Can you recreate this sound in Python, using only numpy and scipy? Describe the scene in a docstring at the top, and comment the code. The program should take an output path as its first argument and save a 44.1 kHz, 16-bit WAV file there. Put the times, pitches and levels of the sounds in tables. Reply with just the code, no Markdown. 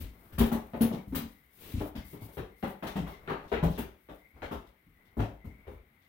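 """Hollow knocks and booms: a goat kid steps about on an upturned plastic carrier in a small hard-walled pen.
Each hoof sets ringing modes going in the box, top panel and shell; shaped noise adds knock, click and grit.
Bright rustles and short ticks, scuffs, a kid brushing along a hanging blanket and dull low swells are
coloured noise that swells and fades. A faint high whine, a blurred gliding tone, wavers far away over
a faint bright hiss that slowly sinks and the soft noise of the air."""
import sys
import numpy as np
from scipy import signal
from scipy.fft import rfft, irfft, next_fast_len
from scipy.io import wavfile

SR = 44100
rng = np.random.default_rng(int(sys.argv[2]) if len(sys.argv) > 2 else 0)


def output_pcm(signal):
    """Save a mono or channel-first signal as 16-bit PCM at the path in sys.argv[1].

    Samples are clipped to [-1, 1] before scaling.
    """
    pcm = np.clip(np.atleast_2d(signal).T, -1, 1) * 32767
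    wavfile.write(sys.argv[1], SR, np.round(pcm).astype(np.int16))


N = 268216
TIME = np.arange(N) / SR

# colour of crushed grit, and of the bright rustles: f/Hz, relative level/dB per Hz
GRIT_COLOUR = [(1500, -33), (3500, -7.5), (5800, -12), (7500, -13.5), (8600, -7), (10500, -5.5),
               (12500, -2.5), (14700, 0), (16000, -1)]
# how alike left and right are: f/Hz, likeness from -1 (opposite) to 1 (same)
LIKENESS_BY_PITCH = [(60, .997), (150, .985), (300, .88), (500, .5), (1000, -.1), (2500, 0), (14000, 0)]
# how far the sound leans left, most of all in the top: f/Hz, left minus right/dB
LEAN_BY_PITCH = [(60, 3.5), (210, 2.5), (500, 4.5), (1200, 4.5), (2700, 7), (7000, 5), (10000, 5),
                 (14000, 11)]

# the weight bears down just after contact: centre and width of the change in ringing
PRESS_S, PRESS_WIDTH_S = 0.045, 0.012
# the nearest wall throws a blow back: centre and width of the extra loudness
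SLAP_S, SLAP_WIDTH_S = 0.0105, 0.0023
# fading time constant of the first crack, ring time of the pen (to -60 dB), unevenness of the reflections
CRACK_S, PEN_T60_S, GRAIN_DB = 0.002, 0.37, 0.63
# the edge bites and the grit gives way a moment after the hoof touches the plastic
CRUSH_LAG_S = 0.0035
# knock and clack are boosted near the pitch of the spot
SPOT_DB, SPOT_OCTAVES = 4, 0.53
# the louder the panel rings, the more it rings in the modes near one pitch alone
PANEL_OTHERS_DB, PURITY_DB_PER_DB = -13.5, 0.34
# between the rustles a faint bright hiss slowly sinks: level at the start before the flicker, and fall
FLOOR_DB, SINKING_DB_PER_S = -67.5, 1.57
# upward glide of the whine, and the spread of its random waver points
WHINE_RISE_HZ_PER_S, WHINE_WAVER_HZ = 520, 14
WHINE_SKEW = 0.57   # under 1: each swell comes quickly and fades slowly
CUTOFF_HZ = 15800


def from_db(db):
    """Turn decibels into a gain."""
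    return 10 ** (np.asarray(db) / 20)


def at_hz(points, hz):
    """Read a curve between its points, on a log-frequency axis."""
    f, value = np.transpose(points)
    return np.interp(np.log(hz + 1), np.log(f), value)


def panned(x, left_db):
    """Lean a sound left by raising the left side and lowering the right by half each."""
    return x * from_db(np.array([[.5], [-.5]]) * left_db)


def add(out, s, sound):
    """Mix a sound in from a given time."""
    at = max(round(s * SR), 0)
    out[..., at:at + sound.shape[-1]] += sound[..., :N - at]


def swell_and_die(t, rise, t60):
    """Reflections pile up, then fade: a quick rise times a steady fall in dB."""
    return (1 - np.exp(-t / rise)) * from_db(-60 * t / t60)


def wander(rate_hz):
    """Chance variation: straight lines between random points of spread 1, rate_hz points a second."""
    knots = rng.standard_normal(int(N / SR * rate_hz) + 2)
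    return np.interp(TIME * rate_hz, np.arange(len(knots)), knots)


def coloured(pair, spectrum):
    """Colour two unrelated signals with a filter that never sounds early, and blend them into left and right."""
    size = 2 * next_fast_len(N // 2 + SR // 8)
    hz = np.arange(size // 2 + 1) * SR / size
    gain = from_db(at_hz(spectrum, hz))
    gain = gain / np.sqrt(np.mean(gain ** 2))   # unit power
    # folding the cepstrum forward in time makes the filter minimum-phase
    cepstrum = irfft(np.log(gain))
    cepstrum[1:size // 2] *= 2
    cepstrum[size // 2 + 1:] = 0
    mid, side = rfft(pair, size) * np.exp(rfft(cepstrum))
    # more mid makes the two ears alike, more side makes them opposite
    alike = np.clip(at_hz(LIKENESS_BY_PITCH, hz), -1, 1)
    mid = mid * np.sqrt((1 + alike) / 2)
    side = side * np.sqrt((1 - alike) / 2)
    left_right = np.array([mid + side, mid - side])
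    return irfft(panned(left_right, at_hz(LEAN_BY_PITCH, hz)))[:, :N]


def hiss(spectrum):
    """Make steady stereo noise of a given colour."""
    return coloured(rng.standard_normal((2, N)), spectrum)


def stirring(rows, attack_s, t60):
    """Each sound builds up, lasts a while, then dies away; their powers add up."""
    power = np.zeros(N)
    for s, length, level_db in rows:
        age = np.maximum(TIME - s, 0)
        build_up = 1 - np.exp(-age / attack_s)
        fade_db = -60 * np.maximum(age - length, 0) / t60
        power += (build_up * from_db(level_db + fade_db)) ** 2
    return np.sqrt(power)


def ring(modes, times, levels_db, pitches_hz, reach_octaves, far_db, rise, press_db, scatter_db):
    """Each hoof rings all modes, most strongly those near the pitch of the spot where it lands."""
    hz, mode_db, t60 = np.transpose(modes)
    t = TIME[:SR * 2 // 3]
    pressing = from_db(press_db * np.exp(-((t - PRESS_S) / PRESS_WIDTH_S) ** 2))
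    tones = np.exp(2j * np.pi * hz[:, None] * t)
    rings = pressing * swell_and_die(t, rise, t60[:, None]) * tones
    # where the ears are less alike, a mode reaches them further out of phase
    apart = np.arccos(np.clip(at_hz(LIKENESS_BY_PITCH, hz), -1, 1))
    out = np.zeros((2, N))
    for s, level_db, pitch, others_db in np.broadcast(times, levels_db, pitches_hz, far_db):
        near = np.exp(-(np.log2(hz / pitch) / reach_octaves) ** 2)
        chance_db = scatter_db * rng.standard_normal(len(hz))
        share = from_db(mode_db + others_db * (1 - near) + chance_db)
        share = share / np.linalg.norm(share)
        ear_phase = np.outer([0, 1], apart * rng.choice([-1, 1], len(hz)))
        phase = 2 * np.pi * rng.random(len(hz)) + ear_phase
        share = panned(share * np.exp(1j * phase), at_hz(LEAN_BY_PITCH, hz))
        add(out, s, np.sqrt(2) * from_db(level_db) * (share @ rings).real)
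    return out


def scatter(times, levels_db, rise, t60, tail_db, crack_db=-np.inf, slap_db=0, patchy_db=0, pitches_hz=None):
    """A blow is noise that may crack first, then swells and fades; patches stand for small resonances."""
    t = TIME[:SR * 2 // 3]
    octave = np.log2(1 + np.arange(len(t) // 2 + 1) * SR / len(t))
    envelope = swell_and_die(t, rise, t60)
    envelope = envelope + from_db(tail_db) * swell_and_die(t, rise, PEN_T60_S)
    envelope = envelope + from_db(crack_db) * np.exp(-t / CRACK_S)
    envelope = envelope * from_db(slap_db * np.exp(-((t - SLAP_S) / SLAP_WIDTH_S) ** 2))
    out = np.zeros((2, N))
    for k, (s, level_db) in enumerate(zip(times, levels_db)):
        # each blow draws its own uneven spectrum, 210 points over 15 octaves
        patches = np.interp(octave, np.linspace(0, 15, 210), rng.standard_normal(210))
        gain = from_db(patchy_db * patches)
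        gain = gain / np.sqrt(np.mean(gain ** 2))
        if pitches_hz is not None:   # strongest around the pitch of the spot
            octaves_off = octave - np.log2(pitches_hz[k])
            gain = gain * from_db(SPOT_DB * np.exp(-(octaves_off / SPOT_OCTAVES) ** 2))
        noise = irfft(gain * rfft(rng.standard_normal((2, len(t)))))
        add(out, s, from_db(level_db) * envelope * noise)
    grain = from_db(GRAIN_DB * wander(700))   # single reflections stand out
    return out * grain / np.sqrt(np.mean(grain ** 2))


def hooves():
    """Weight booms the box and rings the panel; horn knocks the shell, clicks with its edge and crushes grit."""
    # hoof falls: t/s, panel pitch at that spot f/Hz, shell pitch there f/Hz, then levels/dB before the mix:
    # box boom, panel, knock, hard clack, edge click, grit
    steps = [(0.323,215,1340,-39,-53,-55,-56.5,-51,-53), (0.381,213,1140,-23.5,-26,-32,-35.5,-28,-28.5),
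             (0.403,235,416,-24.5,-17.5,-26,-34,-40,-37.5), (0.516,229,825,-35,-23,-29,-39,-39,-35),
             (0.734,244,533,-44,-34,-34,-45,-75.5,-71), (.808,221,440,-30,-16,-28.5,-37,-32.5,-27),
             (0.906,206,567,-54.5,-32.5,-36,-58,-58,-65), (0.936,246,590,-47.5,-32.5,-42,-49,-51,-56),
             (1.071,184,400,-37.5,-42,-76,-89,-75,-58), (1.123,262,367,-39,-32,-42,-52,-56,-54),
             (1.1468,246,1430,-37.5,-32,-34.5,-39,-31.5,-28.5), (1.803,298,600,-69,-36,-32.5,-45.5,-52,-50),
             (1.951,213,650,-35,-36,-45,-46.5,-41.5,-55), (2.128,125,384,-53,-41.5,-45,-61,-54,-57),
             (2.215,106,1000,-45,-39,-50.5,-69,-55,-49), (2.282,107,450,-61,-56.5,-51,-58,-67,-55),
             (2.370,126,450,-36,-37,-34.5,-42,-48,-58), (2.627,208.4,860,-40,-31,-29.5,-37,-46,-50),
             (2.825,208.5,900,-43.5,-36.5,-32,-41.5,-42,-51), (2.867,233,775,-44,-48,-39.5,-39,-41.5,-48.5),
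             (2.956,201,820,-41,-29.5,-33.5,-40.5,-37.5,-53),
             (3.065,168,1040,-43,-47,-37.5,-46.5,-45.5,-62), (3.276,172,1460,-47.5,-40,-31,-38,-64,-60),
             (3.296,254,1250,-43.5,-36.5,-26.5,-35.5,-64,-55.5),
             (3.517,230,423,-31,-39,-25.5,-33.5,-48,-52), (3.526,225,2230,-48,-35,-42,-34.5,-63,-68),
             (3.627,168.4,674,-23.5,-18.5,-27,-38,-38.5,-42.5),
             (3.777,240,390,-37.5,-29.5,-34.5,-39.5,-40.5,-36.5),
             (4.087,290,562,-49.5,-47.5,-42.5,-51.5,-56,-80),
             (4.42,251,590,-41,-44.5,-36.5,-37.5,-46.5,-77), (4.511,243.4,1030,-36,-36,-32.5,-45.5,-43,-53),
             (5.168,242,397,-30,-31.5,-36.5,-63,-66,-55), (5.192,105,700,-32,-24,-30,-37.5,-43.5,-61),
             (5.443,102.2,435,-36.5,-42,-50,-64,-61,-60.5), (5.669,79.5,428,-37.5,-58.5,-42.5,-54,-71,-67)]
    # weight settles on a planted hoof and flexes the box, with no knock:
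    # t/s, panel pitch at that spot f/Hz, box boom level/dB and panel level/dB before the mix
    shifts = [(0,227,-32,-45.5), (1.216,238,-46.5,-36), (1.739,102.7,-25,-30.5), (2.996,163,-35,-29),
              (3.661,169,-41.5,-23), (3.815,230,-49,-40), (4.339,110,-49.5,-62.5), (4.864,132.9,-54,-56.5)]
    # ringing modes of the box and its air, top panel, ribbed shell, and stiff ribs under a hard clack:
    # f/Hz, relative level/dB, ring time to -60 dB t60/s
    box_modes = [(47.3, -3, 0.23), (56.4, -5, 0.52), (65.9, -3, 0.45), (82.3, 3, 0.26)]
    panel_modes = [(106.9, -1, 0.27), (124.3, -6.5, 0.2), (148.7, -3, 0.36), (161.9, 3, 0.25),
                   (187.6, -3.5, 0.46), (200.6, -8, 0.44), (228.96, 1, 0.26), (256.6, -4, 0.23),
                   (274.6, 0, 0.33), (301, -6, 0.42), (316, -6, 0.19)]
    shell_modes = [(384, -1.5, 0.34), (410.4, 10.5, 0.27), (462, 0.5, 0.37), (522.5, 5, 0.31),
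                   (598.7, 6.5, 0.24), (698, -2, 0.32), (772, 0, 0.23), (857, -6, 0.38), (939, -12, 0.16),
                   (1143, -3, 0.087), (1380, 11.5, 0.059)]
    rib_modes = [(1240, -2, 0.12), (1467, 3, 0.24), (1667, -2, 0.22), (1954, -6, 0.15), (2480, -9.5, 0.15),
                 (2760, -7, 0.18)]
    # colours of the pen's answer to the boom, the dull knock, the hard clack, and horn edge on hard plastic:
    # f/Hz, relative level/dB per Hz
    thud_colour = [(22, -15.5), (38, -5.5), (52, 2), (100, -8.5), (150, -14.5), (260, -12), (600, -53.5)]
    knock_colour = [(170, -32.5), (300, -0.5), (410, 6), (480, -0.5), (530, 1.5), (620, -0.5), (830, 0),
                    (1050, -4), (1400, -11), (1900, -22), (3500, -48)]
    clack_colour = [(700, -10.5), (1200, 1), (1650, 2.5), (2100, -0.5), (2600, -4.5), (3200, -6.5),
                    (3900, -10), (5000, -25), (6500, -28.5), (10000, -54.5)]
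    click_colour = [(1900, -6), (3100, 3.5), (4300, -5.5), (5800, -7), (7500, -13), (11000, -10.5)]

    s, panel_hz, shell_hz, boom_db, panel_db, knock_db, clack_db, click_db, grit_db = np.transpose(steps)
    # steps and shifts of weight load the box alike
    step_loads = [s, panel_hz, boom_db, panel_db]
    load_s, panel_hz, boom_db, panel_db = np.hstack([step_loads, np.transpose(shifts)])
    others_db = PANEL_OTHERS_DB - PURITY_DB_PER_DB * (panel_db - panel_db.mean())

    box = ring(box_modes, load_s, boom_db, panel_hz, reach_octaves=0.59, far_db=-14.0,
               rise=0.013, press_db=5.5, scatter_db=5.0)
    panel = ring(panel_modes, load_s, panel_db, panel_hz, reach_octaves=0.15, far_db=others_db,
                 rise=0.0028, press_db=4.5, scatter_db=2.5)
    shell = ring(shell_modes, s, knock_db, shell_hz, reach_octaves=0.27, far_db=-20.5,
                 rise=0.0087, press_db=-2.0, scatter_db=5.0)
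    ribs = ring(rib_modes, s, clack_db, shell_hz, reach_octaves=0.4, far_db=-18.0,
                rise=0.011, press_db=-1.5, scatter_db=2.5)

    thud = scatter(load_s, boom_db, rise=0.021, t60=0.37, tail_db=-15.5)
    knock = scatter(s, knock_db, rise=0.0083, t60=0.37, tail_db=-18.5, crack_db=-4, slap_db=3.5,
                    patchy_db=2.4, pitches_hz=shell_hz)
    clack = scatter(s, clack_db, rise=0.011, t60=0.35, tail_db=-32, crack_db=-2, slap_db=3.0,
                    patchy_db=2.4, pitches_hz=shell_hz)
    click = scatter(s + CRUSH_LAG_S, click_db, rise=0.011, t60=0.34, tail_db=-29, crack_db=-4.5,
                    slap_db=2.0, patchy_db=3.0)
    grit = scatter(s + CRUSH_LAG_S, grit_db, rise=0.0081, t60=0.21, tail_db=-33.5, crack_db=-7,
                   slap_db=4.0, patchy_db=4.1)

    mix = from_db(-4.0) * box + from_db(-0.75) * panel
    mix += from_db(-5.5) * shell + from_db(-13.0) * ribs
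    mix += from_db(-5.0) * coloured(thud, thud_colour)
    mix += from_db(-5.5) * coloured(knock, knock_colour)
    mix += from_db(-3.5) * coloured(clack, clack_colour)
    mix += from_db(-8.0) * coloured(click, click_colour)
    mix += from_db(-2.5) * coloured(grit, GRIT_COLOUR)
    return mix


def scuffs():
    """A hoof slides a little on the plastic: a short rasp of noise, roughened by fast chance changes."""
    # slides: t/s, length/s, level/dB before the roughening
    slides = [(.925, 0.018, -54.5), (2.868, 0.01, -48.5), (3.13, 0.03, -65), (3.475, 0.047, -64.5),
              (3.71, 0.081, -59.5), (4.665, 0.014, -72.5), (5.05, 0.036, -77.5), (6.015, 0.04, -76)]
    # colour: f/Hz, relative level/dB per Hz
    scuff_colour = [(1500, -26), (2600, -2), (3600, 3.5), (4700, -5.5), (5600, -6), (7200, -13.5),
                    (12000, -13.5)]
    loudness = stirring(slides, attack_s=0.0021, t60=0.25)
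    return loudness * from_db(2.2 * wander(320)) * hiss(scuff_colour)


def bright_rustles():
    """Rustles and short ticks of bright noise flicker fast, over a faint bright hiss that slowly sinks."""
    # bright rustles and short ticks: t/s, length/s, level/dB before the flicker
    rustles = [(0, 0.0028, -44), (.452, 0.006, -42), (.53, 0.023, -52), (.745, 0.076, -62),
               (1.27, 0.058, -65), (1.52, 0.12, -63), (1.595, 0.14, -53.5), (1.79, 0.09, -56),
               (2.04, 0.12, -56.5), (2.205, 0.056, -55.5), (2.32, 0.066, -57), (2.56, 0.077, -63),
               (2.665, 0.042, -54.5), (3.07, 0.051, -60), (3.695, 0.015, -53.5), (4.138, 0.01, -63),
               (4.662, 0.0098, -69), (5.69, .06, -73.5)]
    bright_floor = from_db(FLOOR_DB - SINKING_DB_PER_S * TIME + 1.2 * wander(7.5))
    loudness = np.hypot(bright_floor, stirring(rustles, attack_s=0.01, t60=0.17))
    flicker = from_db(1.2 * wander(230) + 1.2 * wander(40))
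    return loudness * flicker * hiss(GRIT_COLOUR)


def blanket():
    """Fur sliding along cloth makes a softer, fuller swish of noise."""
    # brushes along the blanket: t/s, length/s, level/dB before a 5 dB lift
    brushes = [(0, 0.0047, -41.5), (1.48, 0.096, -73.5), (1.57, 0.25, -54.5), (2.05, 0.21, -67.5)]
    # colour of fur on cloth: f/Hz, relative level/dB per Hz
    brush_colour = [(60, 6), (200, 5.5), (350, 6.5), (600, -2), (900, -6), (1500, -8), (2600, -5.5),
                    (3800, -8.5), (5000, -15.5), (7500, -18), (16000, -19.5)]
    loudness = stirring(brushes, attack_s=0.065, t60=0.26)
    return loudness * from_db(5.0 + 2.0 * wander(130)) * hiss(brush_colour)


def dull_swells():
    """Dull low noise swells softly in the background, uneven in loudness."""
    # swells: t/s, length/s, level/dB before the unevenness
    low_swells = [(.1, 0.6, -60), (3.17, 0.29, -56), (3.42, 0.026, -47), (4.33, 0.18, -56),
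                  (4.96, 0.24, -69.5), (5.5, 0.29, -63.5)]
    # colour: f/Hz, relative level/dB per Hz
    dull_colour = [(100, 5), (400, -2), (1400, -8.5), (3500, -26.5), (7000, -38)]
    loudness = stirring(low_swells, attack_s=0.03, t60=0.3)
    return loudness * from_db(2.0 * wander(45)) * hiss(dull_colour)


def whine():
    """A rising tone swells and fades, blurred by the walls into a narrow band of its own at each ear."""
    # short swells, each gliding upward: t/s, length/s, starting pitch f/Hz, level/dB before the mix
    swells = [(0, 0.31, 2060, -68), (.6, .15, 2340, -71), (0.805, 0.28, 2100, -58.5),
              (1.31, 0.24, 2010, -69), (1.951, 0.43, 2030, -62), (2.42, 0.47, 1986, -69),
              (2.998, 0.46, 2012, -61), (4.189, 0.3, 2070, -65.5), (4.94, 0.3, 1960, -67.5),
              (5.391, 0.49, 2050, -62.5), (5.895, 0.46, 2010, -72)]
    # colour of the steady haze around the tone: f/Hz, relative level/dB per Hz
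    halo_colour = [(1400, -33), (1850, -3), (2000, 4), (2200, 4), (2380, -4.5), (2700, -38.5)]
    latest = np.searchsorted([row[0] for row in swells[1:]], TIME)
    s, length, start_hz, level_db = np.array(swells)[latest].T
    age = np.clip(TIME - s, 0, length)
    hz = start_hz + WHINE_RISE_HZ_PER_S * age + WHINE_WAVER_HZ * wander(17)
    swell = np.sin(np.pi * (age / length) ** WHINE_SKEW)
    # slow noise, below 92 Hz, smears the pure tone into a band
    low_pass = signal.butter(2, 92, fs=SR, output="sos")
    blur = signal.sosfilt(low_pass, rng.standard_normal((2, 2, N)))
    phase = 2 * np.pi * np.cumsum(hz) / SR
    tone = (blur[0] * np.cos(phase) + blur[1] * np.sin(phase)) / blur.std()
    swelling_tone = swell * from_db(level_db - 2.5 + 1.6 * wander(35)) * tone
    halo = from_db(-77.5) * hiss(halo_colour)
    return panned(swelling_tone + halo, left_db=7.0)


def air():
    """The softly stirring air of the pen is mostly low noise that slowly drifts in level."""
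    # colour: f/Hz, relative level/dB per Hz
    air_colour = [(20, -36), (55, 12.5), (110, 7), (220, 6), (400, -2.5), (700, -5.5), (1500, -3.5),
                  (3500, -12), (6000, -32.5), (16000, -43.5)]
    return from_db(-69.5 + 0.87 * wander(2.1)) * hiss(air_colour)


def scene():
    """Add up the hooves, scuffs, bright rustles, blanket, dull swells, whine and air."""
    return hooves() + scuffs() + bright_rustles() + blanket() + dull_swells() + whine() + air()


def record(dry):
    """Cut the top steeply with a low-pass filter."""
    return signal.sosfilt(signal.ellip(12, .1, 90, CUTOFF_HZ, fs=SR, output="sos"), dry)


dry = scene()
out = record(dry)
output_pcm(out)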